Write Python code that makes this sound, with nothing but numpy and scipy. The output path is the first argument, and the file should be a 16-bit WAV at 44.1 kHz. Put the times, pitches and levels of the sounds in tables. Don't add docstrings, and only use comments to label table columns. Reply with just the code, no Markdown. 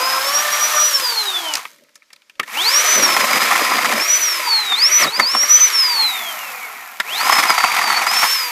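import sys
import numpy as np
from scipy import signal
from scipy.fft import rfft, irfft, next_fast_len
from scipy.io import wavfile
from scipy.ndimage import uniform_filter1d

SR = 44100
rng = np.random.default_rng(int(sys.argv[2]) if len(sys.argv) > 2 else 0)


def gain_from_db(level_db):
    decades = np.asarray(level_db, float) / 20
    return 10 ** decades


def master_out(mix):
    frames = np.transpose(np.atleast_2d(mix))
    ceiling = np.clip(frames, -1, 1)
    pcm = np.round(ceiling * 32767).astype(np.int16)
    wavfile.write(sys.argv[1], SR, pcm)


N = 375291


def rms_one(x):
    return x / np.sqrt(np.mean(x ** 2) + 1e-20)


def in_time(rows):
    s, *columns = np.transpose(rows)
    return [np.interp(np.arange(N) / SR, s, c) for c in columns]


def drift(rate):
    r = np.exp(-2 * np.pi * rate / SR)
    smooth = signal.lfilter([1], [1, -2 * r, r * r], rng.standard_normal(N + SR))
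    return rms_one(smooth[SR:])


def coloured(x, spectrum):
    hz, db = np.transpose(spectrum)
    size = next_fast_len(N)
    bin_hz = np.arange(size // 2 + 1) * SR / size
    gain = gain_from_db(np.interp(np.log(bin_hz + 1), np.log(hz), db))
    return rms_one(irfft(rfft(x, size) * gain, size)[:N])


def resonance(x, hz, width):
    r = np.exp(-np.pi * width / SR)
    return signal.lfilter([(1 - r * r) / 2, 0, (r * r - 1) / 2], [1, -2 * r * np.cos(2 * np.pi * hz / SR), r * r], x)


def body(x, modes):
    return sum((-1) ** k * gain_from_db(db) * resonance(x, hz, width) for k, (hz, width, db) in enumerate(modes))


def struck_body(x, modes, flicker_db):
    out = np.zeros(N)
    for k, (hz, width, db) in enumerate(modes):
        drive = x * gain_from_db(flicker_db * drift(60))
        out += (-1) ** k * gain_from_db(db) * resonance(drive, hz, width)
    return out


def steep(x, hz):
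    return rms_one(signal.sosfilt(signal.butter(3, hz, "high", fs=SR, output="sos"), x))


def contacts(turns, grain, spread_db, scatter, puff_s):
    count = int(turns[-1]) + 1
    at = np.searchsorted(turns, np.arange(count) + scatter * rng.standard_normal(count))
    strength = gain_from_db(spread_db * np.minimum(rng.exponential(1, count), 4))
    hits = np.bincount(np.clip(at, 0, N - 1), strength, N)
    puffs = signal.lfilter([1], [1, -np.exp(-1 / (puff_s * SR))], hits)
    puffs /= np.sqrt(uniform_filter1d(puffs ** 2, size=8000) + 1e-12)
    grain = np.clip(grain, 0, 1)
    return (np.sqrt(grain) * puffs + np.sqrt(1 - grain)) * rng.standard_normal(N)


# pitch_hz, level_db (per Hz)
AIR_SPECTRUM = [(18, -63), (30, -18), (194, -9), (780, 3), (2410, -12.5), (2900, 0.5), (5040, 8.5),
                (14400, -18), (16000, -30)]


def air():
    level_db = -67 + 1.1 * drift(20.8)
    return gain_from_db(level_db) * coloured(rng.standard_normal(N), AIR_SPECTRUM)


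def ground_echo(x):
    dull = signal.lfilter([.4], [1, -.6], x)
    echoes = [(.005, -18.5), (.017, -25)]  # delay_s, level_db
    return x + sum(gain_from_db(db) * np.pad(dull, (round(s * SR), 0))[:N] for s, db in echoes)


# start_s, peak_db, pitch_hz (centre), ring_t60_s
CLICKS = [(0.997, -7, 5015, 0.04), (1.537, 1.5, 5060, 0.027), (1.553, -0.5, 4820, 0.023),
          (1.57, -8, 5100, 0.036), (1.577, -15, 1160, 0.021), (1.591, -18, 1060, 0.04),
          (1.611, -27, 966, 0.044), (1.632, -31, 1996, 0.033), (1.652, -13, 1070, 0.033),
          (1.892, -44, 1674, 0.04), (1.944, -47, 6690, 0.04), (1.955, -28, 5390, 0.04),
          (2.027, -42, 1900, 0.04), (2.103, -36, 1220, 0.048), (2.13, -26, 4160, 0.031),
          (2.161, -33, 3620, 0.026), (2.219, -36, 2390, 0.04), (2.296, -30, 2330, 0.035),
          (2.354, -40, 2950, 0.04), (2.397, -2, 1180, 0.025), (2.4, -20, 300, 0.09),
          (2.431, -17.5, 1830, 0.05), (2.477, -23, 960, 0.12), (2.547, -19, 2700, 0.018),
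          (7.0, -1, 1600, 0.042)]
# pitch_hz, width_hz, level_db
CASING_MODES = [(1000, 160, -8), (1300, 70, 1.5), (1810, 220, -0.5), (2200, 320, 4.5), (2510, 560, -2.5),
                (3890, 380, -17)]


def clicks():
    out, t = np.zeros(N + 8192), np.arange(8192) / SR
    after = np.maximum(t - .003, 0)
    touch = np.where(t < .003, .15, 1)
    for s, db, hz, t60 in CLICKS:
        noise = rng.standard_normal(8192)
        crack = noise * (t >= .003) * np.exp(-after / 0.00038)
        tail = noise * touch * gain_from_db(-60 * after / t60 - 1.5)
        dull = signal.lfilter([.3], [1, -.7], .5 * crack + 0.16 * tail)
        click = dull + 1.94 * resonance(crack + tail, hz, 0.38 * hz) + 1.8 * body(tail, CASING_MODES)
        at = round((s - .002) * SR)
        out[at:at + 8192] += gain_from_db(db) * click / np.abs(click).max()
    return out[:N]


# start_s, end_s, load (0-1), rasp_db, shudder_db (levels relative)
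CUTS = [(-.1, .2, .2, -20, -39), (.2, .84, .22, -24, -46), (2.96, 3.55, .8, -21, -27),
        (3.55, 4.02, .83, -22, -31), (5.01, 5.09, .6, -24, -26), (5.17, 5.25, .55, -24, -30),
        (5.335, 5.375, .5, -23, -30), (5.42, 5.46, .45, -38, -40), (7.2, 7.45, .98, -19.5, -39),
        (7.45, 8.1, .98, -19, -42), (8.1, 8.28, .9, -21, -49)]


def cutting():
    t = np.arange(N) / SR
    edge_s = .03
    inside = np.array([np.clip(np.minimum(t - a, b - t) / edge_s + .5, 0, 1) for a, b, *_ in CUTS])
    _, _, load, rasp_db, shudder_db = np.transpose(CUTS)
    return np.clip(load @ inside, 0, 1), gain_from_db(rasp_db) @ inside, gain_from_db(shudder_db) @ inside


# start_s, level_db (relative)
BITES = [(3.089, 2), (3.164, 4), (3.289, 1), (3.306, 2), (3.553, 5.5), (3.718, 3), (3.844, 5.5), (3.92, 1),
         (4.72, 3), (5.023, 4), (5.045, 2), (5.065, 1), (5.195, 2.5), (5.348, 2.5), (5.431, -3),
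         (7.294, 5.5), (7.351, 3), (7.362, 6), (7.392, 4), (7.429, 7.5), (7.451, 3), (7.495, 2), (7.577, 4),
         (7.64, 1), (7.812, 1), (7.837, 3), (7.9, 3), (7.918, 0.5), (8.066, 6), (8.228, 5.5)]
# pitch_hz, width_hz, level_db
BRANCH_MODES = [(733, 132, 1.5), (892, 128, 1), (1034, 131, 2), (1370, 168, 0.5), (1912, 550, -6.5),
                (2530, 350, -5)]
TRUNK_MODES = [(150.5, 14.6, -3), (218.5, 39.6, 0), (304, 95, 1.5), (392, 154, 0), (580, 116, 2)]
# pitch_hz, level_db (per Hz)
BAR_SPECTRUM = [(180, -70), (300, -33.5), (519, -7.5), (645, -36), (930, -3), (1280, -4.5), (1610, -0.5),
                (2280, -10), (2980, -2.5), (6300, -5.5), (8500, -11), (11900, -12), (16000, -18)]


def bites_and_knock(load):
    chance = 25.0 * load ** 2 / SR
    caught = (rng.random(N) < chance) * gain_from_db(-4 + 3 * rng.standard_normal(N))
    s, db = np.transpose(BITES)
    caught[(s * SR).astype(int)] = gain_from_db(db)
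    after = np.arange(4096) / SR / .018
    push = signal.fftconvolve(caught, 4 * after * np.exp(-after * 4.39))[:N]
    tear = rng.standard_normal(N) * gain_from_db(4 * drift(250))
    mix = steep(body(tear, BRANCH_MODES), hz=650)
    mix += 0.62 * steep(body(tear, CASING_MODES), hz=676)
    mix += 0.11 * rms_one(body(tear, TRUNK_MODES))
    mix += 0.45 * coloured(tear, BAR_SPECTRUM)
    return gain_from_db(-7) * push * mix


TOP_MESH_HZ = 6060
BRAKE_S = 1.56
# start_s (pressed), end_s (released), coast_loss (share of speed lost per s)
PULLS = [(-1, 0.876, .99), (2.41, 4.212, .89), (4.745, 5.648, .89), (7.022, 8.324, .89)]
# at_s, drag (share of full speed that it takes away)
DRAG = [(0.0, .15), (.17, .158), (.29, .069), (.37, .035), (.48, .064), (.7, .011), (.74, .062),
        (.84, .021), (2.94, 0.001), (3.0, .091), (3.08, .149), (3.3, .203), (3.41, .15), (3.85, .213),
        (3.97, .129), (4.05, .005), (5.012, .005), (5.035, .8), (5.06, .6), (5.08, .36), (5.1, .209),
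        (5.17, .04), (5.192, .55), (5.212, .04), (5.23, .55), (5.243, .09), (5.3, .04), (5.335, .04),
        (5.352, .14), (5.4, .024), (5.425, .035), (5.442, .11), (5.46, .02), (5.48, 0.001), (7.15, 0.001),
        (7.2, .13), (7.26, .12), (7.48, .18), (7.53, .26), (7.6, .24), (7.8, .205), (7.85, .26),
        (7.92, .28), (8.0, .226), (8.12, .091), (8.225, .075), (8.245, .33), (8.265, .08)]


def speed():
    step = .002
    start_hz, ramp_hz_per_s, settle_s = 4878, 16980, .059
    friction_hz_per_s, brake_per_s = 400, 7.0
    t = np.arange(0, N / SR + step, step)
    goal = TOP_MESH_HZ * (1 - np.interp(t, *np.transpose(DRAG)))
    held = sum(np.clip((t - on) / step, 0, 1) - np.clip((t - off) / step, 0, 1) for on, off, _ in PULLS)
    pulls = np.array(PULLS)
    coast = pulls[np.searchsorted(pulls[:, 0], t) - 1, 2]
    coast = coast + brake_per_s * (t > BRAKE_S) * (t < PULLS[1][0])
    hz = [start_hz]
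    for aim, on, loss in zip(goal, held, coast):
        push = min(ramp_hz_per_s, (aim - hz[-1]) / settle_s)
        slowing = loss * hz[-1] + friction_hz_per_s
        hz.append(max(hz[-1] + step * (on * push - (1 - on) * slowing), 20))
    return np.interp(np.arange(N) / SR, t, hz[:-1])


PINION, GEAR, SPROCKET = 15, 58, 6
# pitch_hz, level_db (per Hz)
TREBLE_SPECTRUM = [(3000, -48), (7000, -6.5), (9500, -15), (12000, 5), (14000, -8.5), (15800, 5)]
# at_s, hiss_db, treble_db, rattle_db (all relative)
CHAIN_LEVELS = [(0, -30, -28, -30), (.6, -29, -28, -26), (.95, -29, -26, -33), (1.5, -28, -36, -28),
                (2.42, -32, -32, -18), (2.55, -25, -24, -16), (2.8, -26, -33, -20), (3.3, -26, -28, -17),
                (3.9, -30, -33, -20), (4.2, -32, -27, -24), (4.7, -31, -36, -20), (4.97, -33, -38, -21),
                (5.03, -25, -28, -13), (5.13, -36, -38, -27), (5.3, -35, -37, -27), (5.7, -31, -36, -24),
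                (6.1, -33, -22, -21), (6.9, -34, -25, -23), (7.3, -28, -28, -19), (7.7, -29, -42, -20),
                (8.05, -30, -42, -22), (8.25, -25, -24, -21), (8.5, -36, -24, -23)]
# level_db of hiss, of rattle (relative)
HELD_DB = [-69, -61]


def chain(mesh, mesh_hz, load, rasp_gain, shudder_gain):
    octaves = np.log2(mesh_hz / TOP_MESH_HZ)
    hiss_db, treble_db, rattle_db = in_time(CHAIN_LEVELS) + np.outer([9.0, 8.0, 9.5], octaves)
    moving, held = gain_from_db(np.array([hiss_db, rattle_db])), gain_from_db(np.array(HELD_DB))[:, None]
    hiss_db, rattle_db = 20 * np.log10(np.hypot(moving, held))
    slap_db = -27 - 11.0 * np.log2(mesh_hz / 2900) ** 2
    rasp_gain = np.hypot(rasp_gain, gain_from_db(slap_db))
    shudder_gain = np.hypot(shudder_gain, gain_from_db(-55.5 + 1.5 * octaves))
    links = mesh * SPROCKET / GEAR
    cutters = links / 2
    mode_flicker_db = 2.5
    judder = 2.2 * (0.05 + load) * drift(45)

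    slide = contacts(links, grain=0.24, spread_db=3.0, scatter=.15, puff_s=0.00082)
    hiss = gain_from_db(hiss_db + 8.5 + 0.86 * judder) * coloured(slide, BAR_SPECTRUM)
    treble = gain_from_db(treble_db + 1.0 + 0.33 * judder) * coloured(slide, TREBLE_SPECTRUM)

    clack = contacts(links, grain=.5 + 0.3 * load, spread_db=1.5, scatter=.3, puff_s=0.0019)
    casing = steep(struck_body(clack, CASING_MODES, mode_flicker_db * (0.48 + .5 * load)), hz=704)
    rattle = gain_from_db(rattle_db + judder + 0.46 * drift(30)) * casing

    chips = contacts(cutters, grain=.1 + 0.68 * load, spread_db=3.0, scatter=.3, puff_s=0.0019)
    branch = steep(struck_body(chips, BRANCH_MODES, mode_flicker_db * load), hz=690)
    rasp = rasp_gain * gain_from_db(judder - 3.5) * branch
    trunk = rms_one(body(body(chips, TRUNK_MODES), TRUNK_MODES))
    shudder = shudder_gain * gain_from_db(.5 * judder + 3.0 * drift(8)) * trunk
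    return hiss + treble + rattle + rasp + shudder


# at_s, level_db
WHINE = [(0, -19), (.2, -23), (.3, -19), (.37, -13), (.42, -20), (.47, -45), (.52, -19), (.56, -22),
         (.63, -16), (.78, -16), (.88, -8), (.95, -12), (1.04, -17), (1.12, -19), (1.18, -9), (1.23, -19),
         (1.3, -19), (1.35, -15), (1.4, -23), (1.55, -24), (2.55, -22), (2.66, -11), (3.05, -13),
         (3.12, -21), (3.25, -22), (3.6, -30), (4.0, -25), (4.09, -6), (4.13, -10), (4.18, -13),
         (4.225, -5), (4.3, -19), (4.45, -20), (4.57, -10), (4.69, -19), (4.74, -11), (4.8, -13),
         (4.87, -4), (4.95, -9), (5.0, -9), (5.1, -21), (5.29, -14), (5.4, -12), (5.51, -4), (5.64, -4),
         (5.69, -14), (5.8, -12), (6.05, -13), (6.12, -21), (6.3, -28), (6.5, -37), (6.645, -27),
         (6.72, -38), (6.9, -38), (7.18, -21), (7.4, -21), (7.6, -20), (7.75, -25), (8.0, -24), (8.1, -22),
         (8.17, -13), (8.35, -17), (8.5, -27)]
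# lowest_s (moment when it is faintest), depth_db
FADES = [(-.01, -14), (.23, -6), (.316, -18), (.44, -30), (.495, -30), (.584, -12), (.696, -22),
         (.924, -18), (1.0, -20), (1.16, -16), (1.248, -24), (1.328, -14), (1.416, -16), (1.56, -10),
         (2.55, -24), (2.634, -10), (2.714, -11), (2.826, -18), (3.018, -13), (3.078, -10), (3.19, -22),
         (3.246, -22), (3.52, -6), (3.946, -14), (4.07, -20), (4.202, -16), (4.414, -24), (4.646, -10),
         (4.77, -12), (4.902, -25), (5.014, -9), (5.054, -16), (5.115, -30), (5.19, -9), (5.33, -7),
         (5.474, -30), (5.59, -21), (5.706, -32), (5.89, -5), (6.23, -8), (6.35, -20), (6.6, -14),
         (6.69, -12), (7.05, -8), (7.223, -8), (7.463, -22), (7.55, -16), (7.73, -6), (8.07, -22),
         (8.131, -14), (8.203, -8), (8.52, -4)]


def swells():
    t = np.arange(N) / SR
    s, depth_db = np.transpose(FADES)
    arch = np.abs(np.sin(np.pi * np.interp(t, s, np.arange(len(s)))))
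    low = np.interp(t, s, gain_from_db(np.minimum(depth_db, 0)))
    fade = low + (1 - low) * arch ** 1.4
    return in_time(WHINE)[0] + 20 * np.log10(fade)


# at_s, shaft_db (motor shaft), link_db (chain links),
# link_octave_db, whine_octave_db
TONES = [(0, -48, -33, -31, -44), (.5, -56, -34, -27, -43), (.68, -57, -37, -32, -43),
         (.78, -54, -30, -18, -42), (.88, -56, -38, -36, -44), (1.0, -53, -38, -36, -44),
         (1.5, -62, -40, -36, -48), (2.6, -50, -36, -32, -48), (3.05, -36, -36, -28, -35),
         (3.4, -56, -46, -33, -52), (4.0, -49, -39, -33, -52), (4.2, -46, -42, -40, -38),
         (4.5, -51, -47, -31, -42), (4.75, -54, -48, -40, -36), (5.0, -46, -38, -34, -28),
         (5.2, -58, -44, -42, -52), (5.5, -52, -40, -33, -28), (5.8, -50, -56, -40, -37),
         (6.0, -50, -54, -31, -38), (6.4, -57, -57, -41, -42), (6.9, -60, -60, -40, -40),
         (7.2, -48, -52, -30, -50), (7.6, -62, -60, -33, -46), (8.5, -58, -48, -38, -50)]
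# cycles_per_turn (of the motor shaft), level_db (against the whine)
PINION_TONES = [(8, -26.5), (12, -30.5), (14, -31), (16, -29), (19, -30), (25, -45)]
# cycles_per_turn (of the sprocket),
# level_db (against the shaft tone, or against the link octave from 10 cycles up)
SPROCKET_TONES = [(3, -13), (5, -5.5), (7, 1), (10, -26), (11, -14.5), (13, -13.5), (15, -11.5)]


def motor(mesh_hz, load):
    t = np.arange(N) / SR
    shake = (.0005 + .006 * load) * drift(60)
    mesh = np.cumsum(mesh_hz * (1 + shake)) / SR
    whine_db = swells()
    shaft_db, link_db, link2_db, octave_db = in_time(TONES) + 6.0 * np.log2(mesh_hz / TOP_MESH_HZ)
    link = SPROCKET / GEAR

    def boom(k):
        return 7.0 * np.exp(-(np.log2(mesh_hz * k * link / 950) / .2) ** 2)

    def tone(multiple, db, waver_db):
        phase = multiple * mesh + rng.random()
        return np.sqrt(2) * gain_from_db(db + waver_db * drift(36.7)) * np.sin(2 * np.pi * phase)

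    link2_db = link2_db + boom(2)
    whine = tone(1, whine_db, waver_db=1.5 + 2.2 * load)
    out = tone(2, octave_db, waver_db=2.5)
    out += tone(1 / PINION, shaft_db, waver_db=4.0)
    out += tone(link, link_db, waver_db=3.5)
    out += tone(2 * link, link2_db, waver_db=4.0)
    out += tone(3 * link, link_db + 2.5 + 1.5 * boom(3), waver_db=4.5)
    steady_db = uniform_filter1d(whine_db, size=8000)
    for k, db in PINION_TONES:
        out += tone(k / PINION, steady_db + db, waver_db=6.0)
    for k, db in SPROCKET_TONES:
        out += tone(k / GEAR, (shaft_db if k < 9 else link2_db) + db, waver_db=6.5)
    fading = np.clip((mesh_hz - 1500) / 1300, 0, 1)
    turning = (t < BRAKE_S) | (t > PULLS[1][0])
    on = np.clip((mesh_hz - 1550) / 300, 0, 1) * turning
    return mesh, on * (whine + fading * out)


def scene():
    mesh_hz = speed()
    load, rasp_gain, shudder_gain = cutting()
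    mesh, tones = motor(mesh_hz, load)
    saw = tones + chain(mesh, mesh_hz, load, rasp_gain, shudder_gain)
    bursts = ground_echo(bites_and_knock(load) + clicks())
    return (saw + bursts + air())[None]


def top_cut(x):
    return signal.sosfilt(signal.butter(12, 16470, fs=SR, output="sos"), x)


def record(dry):
    rounded = 1.229 * np.tanh(dry / 1.412)
    x = signal.sosfilt(signal.butter(4, 129, "high", fs=SR, output="sos"), rounded)
    low = signal.sosfilt(signal.butter(1, 120, fs=SR, output="sos"), rng.standard_normal(N))
    loudness_db = 10 * np.log10(np.abs(uniform_filter1d(dry ** 2, size=4000)) + 1e-9)
    rumble_db = 0.52 * loudness_db - 65 + 3 * drift(4.4)
    x = x + gain_from_db(rumble_db) * rms_one(low)
    x = signal.sosfilt(signal.cheby2(10, 50, 16060, fs=SR, output="sos"), np.clip(x, -1, 1))
    return top_cut(x)


dry = scene()
out = record(dry)
master_out(out)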